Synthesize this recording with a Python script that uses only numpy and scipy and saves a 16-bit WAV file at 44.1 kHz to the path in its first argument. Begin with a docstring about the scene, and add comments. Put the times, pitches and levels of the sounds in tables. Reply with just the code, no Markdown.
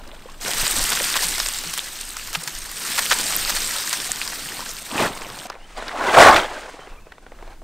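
"""Rain water tipped off a boat tarp

Outdoors, pooled water drums on a plastic sheet and splatters on grass: crackles of damped grains, noise splats.
Drops plink as short rising tones and the hull booms as decaying sines. Then the tarp is tugged, thrown back in
one loud rush and settles with small creases: lower and finer crackles with snaps of noise.
A bird calls faintly as gliding tones; wind rumbles on the microphone as filtered noise; the loudest peaks clip."""
import sys
import numpy as np
from scipy import signal
from scipy.fft import rfft, irfft, next_fast_len
from scipy.io import wavfile
from scipy.ndimage import uniform_filter1d, map_coordinates

SR = 44100
rng = np.random.default_rng(int(sys.argv[2]) if len(sys.argv) > 2 else 0)


def file_out(sig):
    """Save sig as 16-bit WAV at sys.argv[1]."""
    # one column per channel
    cols = np.atleast_2d(sig).T
    # limit, then scale
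    lim = np.clip(cols, -1, 1)
    pcm = np.round(lim * 32767).astype(np.int16)
    wavfile.write(sys.argv[1], SR, pcm)


N = 336513
SWITCH_S = 5.472  # steady water layers stop, steady tarp layers start


def amp(db):
    """Linear gain of a level in dB."""
    return 10 ** (np.asarray(db) / 20)


def unit(x):
    """x scaled to rms 1."""
    return x / np.sqrt(np.mean(x ** 2) + 1e-20)


def along(points, hz):
    """Interpolate (hz, value) points on a log frequency axis."""
    point_hz, value = np.transpose(points)
    return np.interp(np.log(hz + 1), np.log(point_hz + 1), value)


def curves(rows):
    """One value per sample for each column after the time."""
    time_s, *columns = np.transpose(rows)
    return [np.interp(np.arange(N) / SR, time_s, column) for column in columns]


def wobble(rate_hz):
    """Smooth random curve with rate_hz knots a second."""
    knots = rng.standard_normal(int(N * rate_hz / SR) + 4)
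    return map_coordinates(knots, [np.arange(N) * rate_hz / SR])


def filtered(x, response):
    """x times a response of frequency, zero-padded against wrap-around."""
    size = next_fast_len(len(x.T) + 8192)
    spectrum = rfft(x, size) * response(np.fft.rfftfreq(size, 1 / SR))
    return irfft(spectrum, size)[..., :len(x.T)]


def coloured(x, spectrum):
    """x filtered by a (hz, dB) curve, at rms 1."""
    return unit(filtered(x, lambda hz: amp(along(spectrum, hz))))


def patchy(x, depth_db, bins, frames):
    """Soft random gain patches in pitch and time, as sheet panels or pools of water change shape."""
    z = signal.stft(x, nperseg=512)[2]
    field = uniform_filter1d(rng.standard_normal(z.shape), bins, 0)
    field = uniform_filter1d(field, frames, 1)
    return signal.istft(z * amp(depth_db * unit(field)), nperseg=512)[1][:N]


def crackle(count, mid_hz, spread, cycles, size_db, hiss, clump_db):
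    """Damped grains of scattered pitch and size, flattened to an even spectrum, on a bed of hiss."""
    sign = rng.choice([-1, 1], count)
    start = (rng.random(count) * N).astype(int)
    pitch, size = rng.standard_normal((2, count))
    hz = np.clip(mid_hz * np.exp(spread * pitch), 150, 15000)[:, None]
    t = np.arange(320) / SR
    shape = np.sin(2 * np.pi * hz * t) * np.exp(-t * hz / cycles) * np.sqrt(hz / mid_hz)
    shape *= (sign * amp(size_db * np.clip(size, -3, 2.6)))[:, None]
    index = start[:, None] + np.arange(len(t))
    grains = np.bincount(index.ravel(), shape.ravel(), N + len(t))[:N]
    spectrum = rfft(grains)
    mean = np.sqrt(uniform_filter1d(np.abs(spectrum) ** 2, 4001) + 1e-9)
    grains = irfft(spectrum / mean, N)
    mixed = unit(grains) + hiss * rng.standard_normal(N)
    return mixed * amp(clump_db * wobble(70))


def bandpass(centre_hz, width):
    """Response of two cascaded resonances; width is bandwidth over centre."""
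    def response(hz):
        damping = 1j * hz * centre_hz * width
        return (damping / (centre_hz ** 2 - hz ** 2 + damping)) ** 2
    return response


def bursts(table, width, slap_hz, slap_width, ragged_db, tail_s, swell, strike):
    """Each event is ragged noise that holds, then dies: a bright band at its own pitch over a low slap."""
    out, t = np.zeros(N + SR), np.arange(SR // 8) / SR
    for start_s, length_s, level_db, slap_db, pitch_hz in table:
        noise = rng.standard_normal((2, len(t)))
        steps = np.repeat(rng.standard_normal(len(t) // 40 + 1), 40)[:len(t)]
        ragged = amp(ragged_db * steps)
        after_s = np.maximum(t - length_s, 0)
        rise = np.minimum(t / (0.00028 + swell * length_s), 1)
        contact = 1 + strike * np.exp(-t / 0.00065)  # first contact is the hardest
        wide = width * (.5 + np.tanh(length_s / 0.0057))  # short: pitched tick; long: broad splat
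        bright = (level_db, noise[0], bandpass(pitch_hz, wide), tail_s + 0.25 * length_s)
        slap = (slap_db, noise[1], bandpass(slap_hz, slap_width), 3.1 * tail_s)
        for part_db, raw, response, fade_s in (bright, slap):
            shape = rise * np.exp(-after_s / fade_s) * contact
            puff = filtered(raw * ragged * shape, response)
            puff *= np.sqrt((length_s + 0.0012) * SR) / np.linalg.norm(puff)  # energy follows length
            out[round(start_s * SR):][:len(t)] += amp(part_db) * puff
    return out[:N]


# rumble level before gusts: time_s, rumble_db
WIND_LEVEL = [(0.0, -38.5), (0.4, -37.5), (0.47, -44), (0.61, -28.5), (0.7, -46), (0.78, -30.5),
              (0.98, -41), (2.4, -40), (2.46, -58), (2.55, -33), (2.66, -43), (3.31, -45.5), (3.46, -35.5),
              (3.72, -48), (5.33, -45.5), (5.8, -32.5), (5.84, -42), (7.63, -42.5)]
# wind rumble spectrum: freq_hz, density_db (per Hz, relative)
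RUMBLE_SPECTRUM = [(6, -11.5), (14, -1.5), (24, 2.5), (40, -13), (70, -19), (150, -31.5), (300, -55)]
# open-air hiss spectrum: freq_hz, density_db (per Hz, relative)
AIR_SPECTRUM = [(59, -34), (100, 3), (170, 14), (386, 11.5), (1130, -24), (1260, -5), (8980, -9),
                (15600, -39.5)]
GUST_DB = 3.5  # quick chance swings of the rumble


def wind():
    """Slow buffeting of the microphone over the quiet hiss of open air."""
    rumble_db, = curves(WIND_LEVEL)
    rumble = coloured(rng.standard_normal(N), RUMBLE_SPECTRUM)
    rumble *= amp(rumble_db + GUST_DB * wobble(6.4))
    air = coloured(rng.standard_normal(N), AIR_SPECTRUM)
    return rumble + amp(-57.0 + 1.2 * wobble(2.5)) * air


# chirps: start_s, length_s, first_hz, last_hz, level_db (of the tone before smearing)
BIRD_CHIRPS = [(5.587, 0.083, 2650, 3180, -55), (5.755, .035, 4700, 4670, -47),
               (6.795, .065, 3070, 3110, -55), (6.872, 0.099, 2660, 2650, -62),
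               (6.97, .03, 2380, 2390, -55), (6.99, .11, 2620, 2580, -64)]


def bird():
    """Faint far chirps: a gliding tone smeared by foliage into a narrow band of noise."""
    out, t = np.zeros(N), np.arange(N) / SR
    for start_s, length_s, first_hz, last_hz, level_db in BIRD_CHIRPS:
        end_s = start_s + length_s
        edge = np.clip(np.minimum(t - start_s, end_s - t) / 0.011, 0, 1)
        glide_hz = np.interp(t, [start_s, end_s], [first_hz, last_hz])
        phase = 2 * np.pi * np.cumsum(glide_hz) / SR
        smeared = (1 + 1.1 * wobble(260)) * np.sin(phase) + 1.2 * wobble(260) * np.cos(phase)
        out += amp(level_db) * edge * smeared
    return out


# hull booms: start_s, level_db (at start, before the soft attack), pitch_hz, t60_s
HULL_THUDS = [(1.239, -34, 172, 0.17), (1.659, -35, 168, 0.24), (2.37, -24.5, 163, 0.11),
              (2.468, -35.5, 146, 0.14)]


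def hull():
    """Short soft booms of the hollow boat: decaying sines."""
    out, t = np.zeros(N + SR), np.arange(SR // 3) / SR
    for start_s, level_db, pitch_hz, t60_s in HULL_THUDS:
        attack = 1 - np.exp(-t / 0.0054)
        boom = amp(level_db - 60 * t / t60_s) * attack * np.sin(2 * np.pi * pitch_hz * t)
        out[round(start_s * SR):][:len(t)] += boom
    return out[:N]


# fat drops into the puddle: start_s, peak_db, start_hz, decay_cycles
PUDDLE_PLOPS = [(0.133, -35, 603, 3.1), (0.257, -30, 470, 2.4), (0.289, -32, 1020, 4.5),
                (0.461, -18.5, 1560, 2.6), (0.481, -26, 500, 2.4), (1.191, -16, 1770, 3.8),
                (2.284, -34, 1020, 4.1), (2.567, -32, 1680, 4.5), (3.877, -20, 1760, 4),
                (4.093, -27, 690, 4), (4.114, -21, 1770, 3.5), (4.459, -25, 1710, 3),
                (4.52, -23, 1720, 3.5), (4.593, -23, 950, 2.2), (4.625, -26.5, 935, 3.9),
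                (4.664, -24.5, 1530, 4.5), (5.454, -27, 693, 4.5), (1.008, -20, 520, 2.2),
                (4.955, -22.5, 260, 1.3)]
# single hard drops: start_s, peak_db, start_hz
HARD_TICKS = [(0.7874, -5, 8430), (0.84, -4, 8910), (0.8984, -8, 7950), (0.9334, -9, 5430),
              (1.048, -8, 7780), (1.269, -7, 7850), (1.4007, -5, 5200), (1.4865, -6, 7560),
              (1.7924, -8, 3360), (2.0128, -13, 8510), (2.0911, -18, 8760), (2.1061, -15, 8140),
              (2.1964, -22, 2600), (2.4354, -17, 8400), (3.0634, -11, 2960), (3.1882, -7, 7090),
              (3.3548, -6, 8510), (3.3734, -11, 5650), (3.4501, -8, 4230), (3.6047, -11, 5920),
              (3.6754, -10, 8340), (3.895, -8, 8120), (4.118, -2, 7220), (4.2158, -11, 2370),
              (4.4884, -17, 2730), (4.6927, -16, 6140), (4.8229, -19, 8590), (5.1522, -21, 8020)]
TICK_DECAY_CYCLES = 1.9


def plops():
    """A trapped bubble rings for a few cycles while its pitch rises; a hard drop is mostly gone in less."""
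    out, t = np.zeros(N + SR), np.arange(SR // 20) / SR
    ticks = [(*tick, TICK_DECAY_CYCLES) for tick in HARD_TICKS]
    for start_s, peak_db, start_hz, decay_cycles in [*PUDDLE_PLOPS, *ticks]:
        turns = start_hz * t * (1 + 0.027 * start_hz * t / decay_cycles)
        envelope = (1 - np.exp(-4 * start_hz * t)) * np.exp(-start_hz * t / decay_cycles)
        ring = envelope * np.sin(2 * np.pi * turns)
        out[round(start_s * SR):][:len(t)] += amp(peak_db) * ring / np.abs(ring).max()
    return out[:N]


# rise and fall are time constants
SHAKE_S, SHAKE_HOLD_S, SHAKE_RISE_S, SHAKE_FALL_S = 4.99, .075, .028, 0.021
SHAKE_DRUM_DB, SHAKE_FLAP_DB, SHAKE_SPRAY_DB, SHAKE_CREASE_DB = -28, -22, -34, -30


def shake(peak_db):
    """Gain of one jerk of the wet sheet: it swells, holds and dies."""
    t = np.arange(N) / SR - SHAKE_S
    rise = np.minimum(t, 0) / SHAKE_RISE_S
    fall = np.maximum(t - SHAKE_HOLD_S, 0) / SHAKE_FALL_S
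    return amp(peak_db) * np.exp(rise - fall)


# pour levels: time_s, splatter_db, drum_db (drumming on the wet sheet)
POUR_LEVELS = [(0, -57, -44.5), (.36, -51.5, -47), (.4, -49, -48.5), (.416, -33, -41), (.46, -28, -33),
               (.6, -22.5, -34), (.8, -22, -33.5), (1.28, -24.5, -38.5), (1.7, -31.5, -45),
               (2.17, -35.5, -47.5), (2.72, -34.5, -45.5), (2.89, -26, -39.5), (3.17, -24.5, -35),
               (3.77, -26, -40.5), (4.26, -31, -41), (4.6, -33.5, -39.5), (4.87, -36, -48),
               (4.91, -36, -35.5), (5.14, -42, -36.5), (5.47, -40.5, -40)]
DRIP_S, DRIP_HZ = 0.00067, 5200  # medians
DRIP_OVER_DB, DRIP_SLAP_DB, DRIP_SCATTER_DB = 2.5, -7, 2.5  # over splatter, slap over drip, spread


def drips(count):
    """Burst rows for stray drips at chance moments, their levels following the splatter around them."""
    luck = rng.standard_normal((count, 3))
    start_s = SWITCH_S * rng.random(count)
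    splatter_db = curves(POUR_LEVELS)[0][(start_s * SR).astype(int)]
    level_db = splatter_db + DRIP_OVER_DB + DRIP_SCATTER_DB * luck[:, 0]
    length_s = DRIP_S * np.exp(.4 * luck[:, 1])
    pitch_hz = DRIP_HZ * np.exp(0.23 * luck[:, 2])
    return np.transpose([start_s, length_s, level_db, level_db + DRIP_SLAP_DB, pitch_hz])


# water slugs: start_s, length_s, spray_db, slap_db, spray_hz
WATER_SPLATS = [(.0746, .0036, -44.5, -70, 5750), (.1434, 0.0087, -49.5, -43.5, 3730),
                (.2982, .0046, -46, -52, 4610), (.458, .012, -44, -28.5, 3020),
                (.4803, .0016, -22, -48, 5910), (.9177, 0.012, -23, -22.5, 3940),
                (.972, .002, -32, -19, 4000), (.9997, .003, -32, -21, 4010),
                (1.1548, .014, -24, -20.5, 5640), (1.1715, .003, -19.5, -28, 3750),
                (1.2215, 0.022, -21.5, -28.5, 5400), (1.3806, .0024, -24, -24.5, 5860),
                (1.4013, 0.0028, -19, -23, 4800), (1.4595, .0043, -24, -30, 3520),
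                (1.4873, .0025, -29, -26.5, 6900), (1.637, .007, -31, -33, 5340),
                (1.7334, 0.0065, -24.5, -32.5, 6050), (1.7764, .0078, -24, -29, 5600),
                (2.1665, 0.0026, -27, -28, 6740), (2.3297, 0.012, -29, -32.5, 5750),
                (2.3468, .0094, -22, -22.5, 3170), (2.4366, 0.003, -27.5, -50, 6240),
                (2.4743, 0.0062, -24, -28, 4940), (2.8652, .001, -26.5, -36, 6660),
                (2.977, 0.016, -19.5, -20.5, 5100), (3.11, .017, -17.5, -15, 3000),
                (3.3235, .0017, -23, -21, 4760), (3.495, .011, -20.5, -24, 4750),
                (3.564, 0.0092, -24, -25.5, 4730), (3.6068, .0018, -27, -33, 6750),
                (3.927, .01, -21.5, -24.5, 5250), (4.2164, 0.011, -30, -33, 3940),
                (4.3213, 0.011, -44, -31, 4850), (4.71, .0037, -30, -51, 5850),
                (5.1746, .0039, -34, -60, 3610), (5.2171, 0.0045, -40.5, -31, 3560),
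                (5.3004, .0014, -32, -48, 4610), (5.3882, .002, -31.5, -60, 4400)]
# splatter on grass: freq_hz, density_db (per Hz, relative)
SPRAY_SPECTRUM = [(530, -30), (900, -9.5), (1380, -1.5), (1950, -0.5), (2120, -1.5), (2510, -1.5),
                  (4950, 0), (6670, -3), (8670, 2), (10400, -10.5), (14100, -6), (15600, -17)]
# drumming on the wet sheet: freq_hz, density_db (per Hz, relative)
WET_SHEET_SPECTRUM = [(50, -22), (85, -9.5), (120, -6.5), (210, -4.5), (500, -7.5), (950, -5), (1800, -12),
                      (4000, -16), (6000, -41)]


def water():
    """Drops burst on the grass, bubbles plink in the puddle, the stream drums on the sheet, big slugs splat."""
    spray_db, drum_db = curves(POUR_LEVELS)
    spray = crackle(count=30000, mid_hz=4480, spread=0.688, cycles=1.5, size_db=4.5, hiss=0.95, clump_db=1.4)
    plink = crackle(count=2500, mid_hz=3222, spread=0.603, cycles=3, size_db=4.5, hiss=0.05, clump_db=2.9)
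    spray = unit(spray) + amp(-8.5) * unit(plink)
    spray = coloured(patchy(spray, depth_db=1.5, bins=8, frames=6), SPRAY_SPECTRUM)
    drum = crackle(count=7000, mid_hz=909, spread=0.665, cycles=2.06, size_db=5.0, hiss=0.78, clump_db=1.0)
    drum = coloured(patchy(drum, depth_db=2.0, bins=3, frames=6), WET_SHEET_SPECTRUM)
    splats = bursts([*WATER_SPLATS, *drips(count=90)], width=1.02, slap_hz=1400, slap_width=1.6,
                    ragged_db=4.0, tail_s=0.0015, swell=.12, strike=2.5)
    pouring = np.arange(N) < SWITCH_S * SR
    bed = (amp(spray_db) + shake(SHAKE_SPRAY_DB)) * spray
    bed += (amp(drum_db) + shake(SHAKE_DRUM_DB)) * drum
    return pouring * bed + splats


# throw levels: time_s, sheet_db, crease_db
THROW_LEVELS = [(5.48, -42, -52), (5.54, -48.5, -58), (5.75, -51.5, -49), (5.776, -30, -39),
                (5.8, -35, -41.5), (5.87, -36, -41), (5.95, -31, -42), (6.04, -20.5, -34), (6.12, -20, -30),
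                (6.145, -16, -25), (6.16, -17, -24), (6.17, -7.5, -17.5), (6.235, -7, -14.5),
                (6.3, -7, -21), (6.335, -14.5, -24.5), (6.375, -14, -23.5), (6.45, -27, -38),
                (6.58, -34.5, -42), (6.73, -44.5, -46.5), (6.93, -46, -55), (7.03, -56.5, -64),
                (7.39, -52, -60), (7.51, -45, -53.5), (7.63, -67, -85)]
# snaps of the sheet: start_s, length_s, crack_db, slap_db, crack_hz
SHEET_SNAPS = [(5.4995, 0.00062, -28, -40, 5060), (5.5005, .005, -28.5, -35, 1100),
               (5.5194, .011, -39, -60, 1680), (5.5411, .0049, -45, -41, 1780),
               (5.553, .0035, -42, -40, 1440), (5.7769, 0.01, -32, -45, 780),
               (5.8241, .0052, -33, -29, 1510), (5.8815, 0.00088, -25.5, -45, 4020),
               (5.885, .008, -28.5, -42, 1400), (5.9145, .005, -34, -49, 1760),
               (6.0391, .0018, -22, -50, 1570), (6.0915, .0015, -22, -47, 1330),
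               (6.1423, 0.0089, -15, -30, 1530), (6.2258, 0.002, -5, -16, 1470),
               (6.3626, .008, -14, -33, 2300), (6.4589, .0037, -32, -49, 1900),
               (6.6341, 0.012, -42, -37, 1900), (6.682, 0.011, -60, -37.5, 1300),
               (6.74, .006, -60, -37, 1300), (6.79, 0.0079, -58, -38, 1500),
               (6.8719, 0.0022, -43, -34.5, 1940), (7.0669, .0046, -50, -40.5, 1460),
               (7.12, 0.0037, -36, -43, 1400), (7.1815, .0039, -47, -42.5, 1480),
               (7.2648, 0.0034, -41, -41, 1480), (7.319, .0028, -45, -35.5, 1800),
               (7.3878, .0017, -45, -51, 1330), (7.4256, 0.002, -55, -32.5, 1280),
               (7.4768, .0032, -45, -38, 1780), (7.5054, .0016, -50, -45, 1470),
               (7.6169, .005, -65, -41, 1330)]
# flapping sheet, folds ring near 800 and 1500 Hz: freq_hz, density_db (per Hz, relative)
SHEET_SPECTRUM = [(60, -15.5), (110, -18), (190, -18), (240, -10), (400, -6.5), (600, -2), (800, -1.5),
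                  (1150, -4), (1500, -5.5), (2300, -14.5), (4000, -21), (6000, -39)]
# buckling creases: freq_hz, density_db (per Hz, relative)
CREASE_SPECTRUM = [(1180, -19.5), (2000, -8.5), (2700, -12.5), (3520, -13.5), (5370, -17.5), (8530, -20),
                   (13700, -40.5), (15600, -38.5)]


def tarp():
    """The sheet flaps and booms; its creases buckle in a finer, brighter crackle."""
    sheet_db, crease_db = curves(THROW_LEVELS)
    sheet = crackle(count=9000, mid_hz=806, spread=0.747, cycles=6.4, size_db=3.0, hiss=0.72, clump_db=1.5)
    sheet = coloured(patchy(sheet, depth_db=2.0, bins=2, frames=14), SHEET_SPECTRUM)
    crease = crackle(count=20000, mid_hz=4150, spread=0.53, cycles=0.8, size_db=0.5, hiss=1.0, clump_db=1.5)
    crease = coloured(crease, CREASE_SPECTRUM)
    snaps = bursts(SHEET_SNAPS, width=0.76, slap_hz=530, slap_width=1.16,
                   ragged_db=4.5, tail_s=0.0018, swell=0.054, strike=4.1)
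    thrown = np.arange(N) >= SWITCH_S * SR
    throw = thrown * (amp(sheet_db) * sheet + amp(crease_db) * crease)
    jerk = shake(SHAKE_FLAP_DB) * sheet + shake(SHAKE_CREASE_DB) * crease
    return throw + jerk + snaps


# stereo width: freq_hz, side_over_mid_db
SIDE_LEVEL = [(60, -35), (110, -27), (200, -22.5), (380, -26), (700, -31), (1290, -30), (2380, -27.5),
              (4400, -24.5), (8120, -21.5), (15000, -18)]


def scene():
    """Almost mono: the side follows the middle moment by moment, weak and with unrelated phases."""
    mid = wind() + bird() + hull() + plops() + water() + tarp()
    hz, _, z = signal.stft(mid, SR, nperseg=512)
    z = z * np.exp(2j * np.pi * rng.random(z.shape)) * amp(along(SIDE_LEVEL, hz))[:, None]
    side = signal.istft(z, SR, nperseg=512)[1][:N]
    side += amp(-62.5) * rng.standard_normal(N)  # faint hiss, opposite in the two channels
    return np.array([mid + side, mid - side])


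TOP_HZ = 15700  # band limit


def record(dry):
    """Overload flattens the loudest peaks near full scale; nothing is kept above the band limit."""
    clipped = dry / (1 + np.abs(dry / .94) ** 10) ** (1 / 10)
    return filtered(clipped, lambda hz: hz < TOP_HZ)


dry = scene()
out = record(dry)
file_out(out)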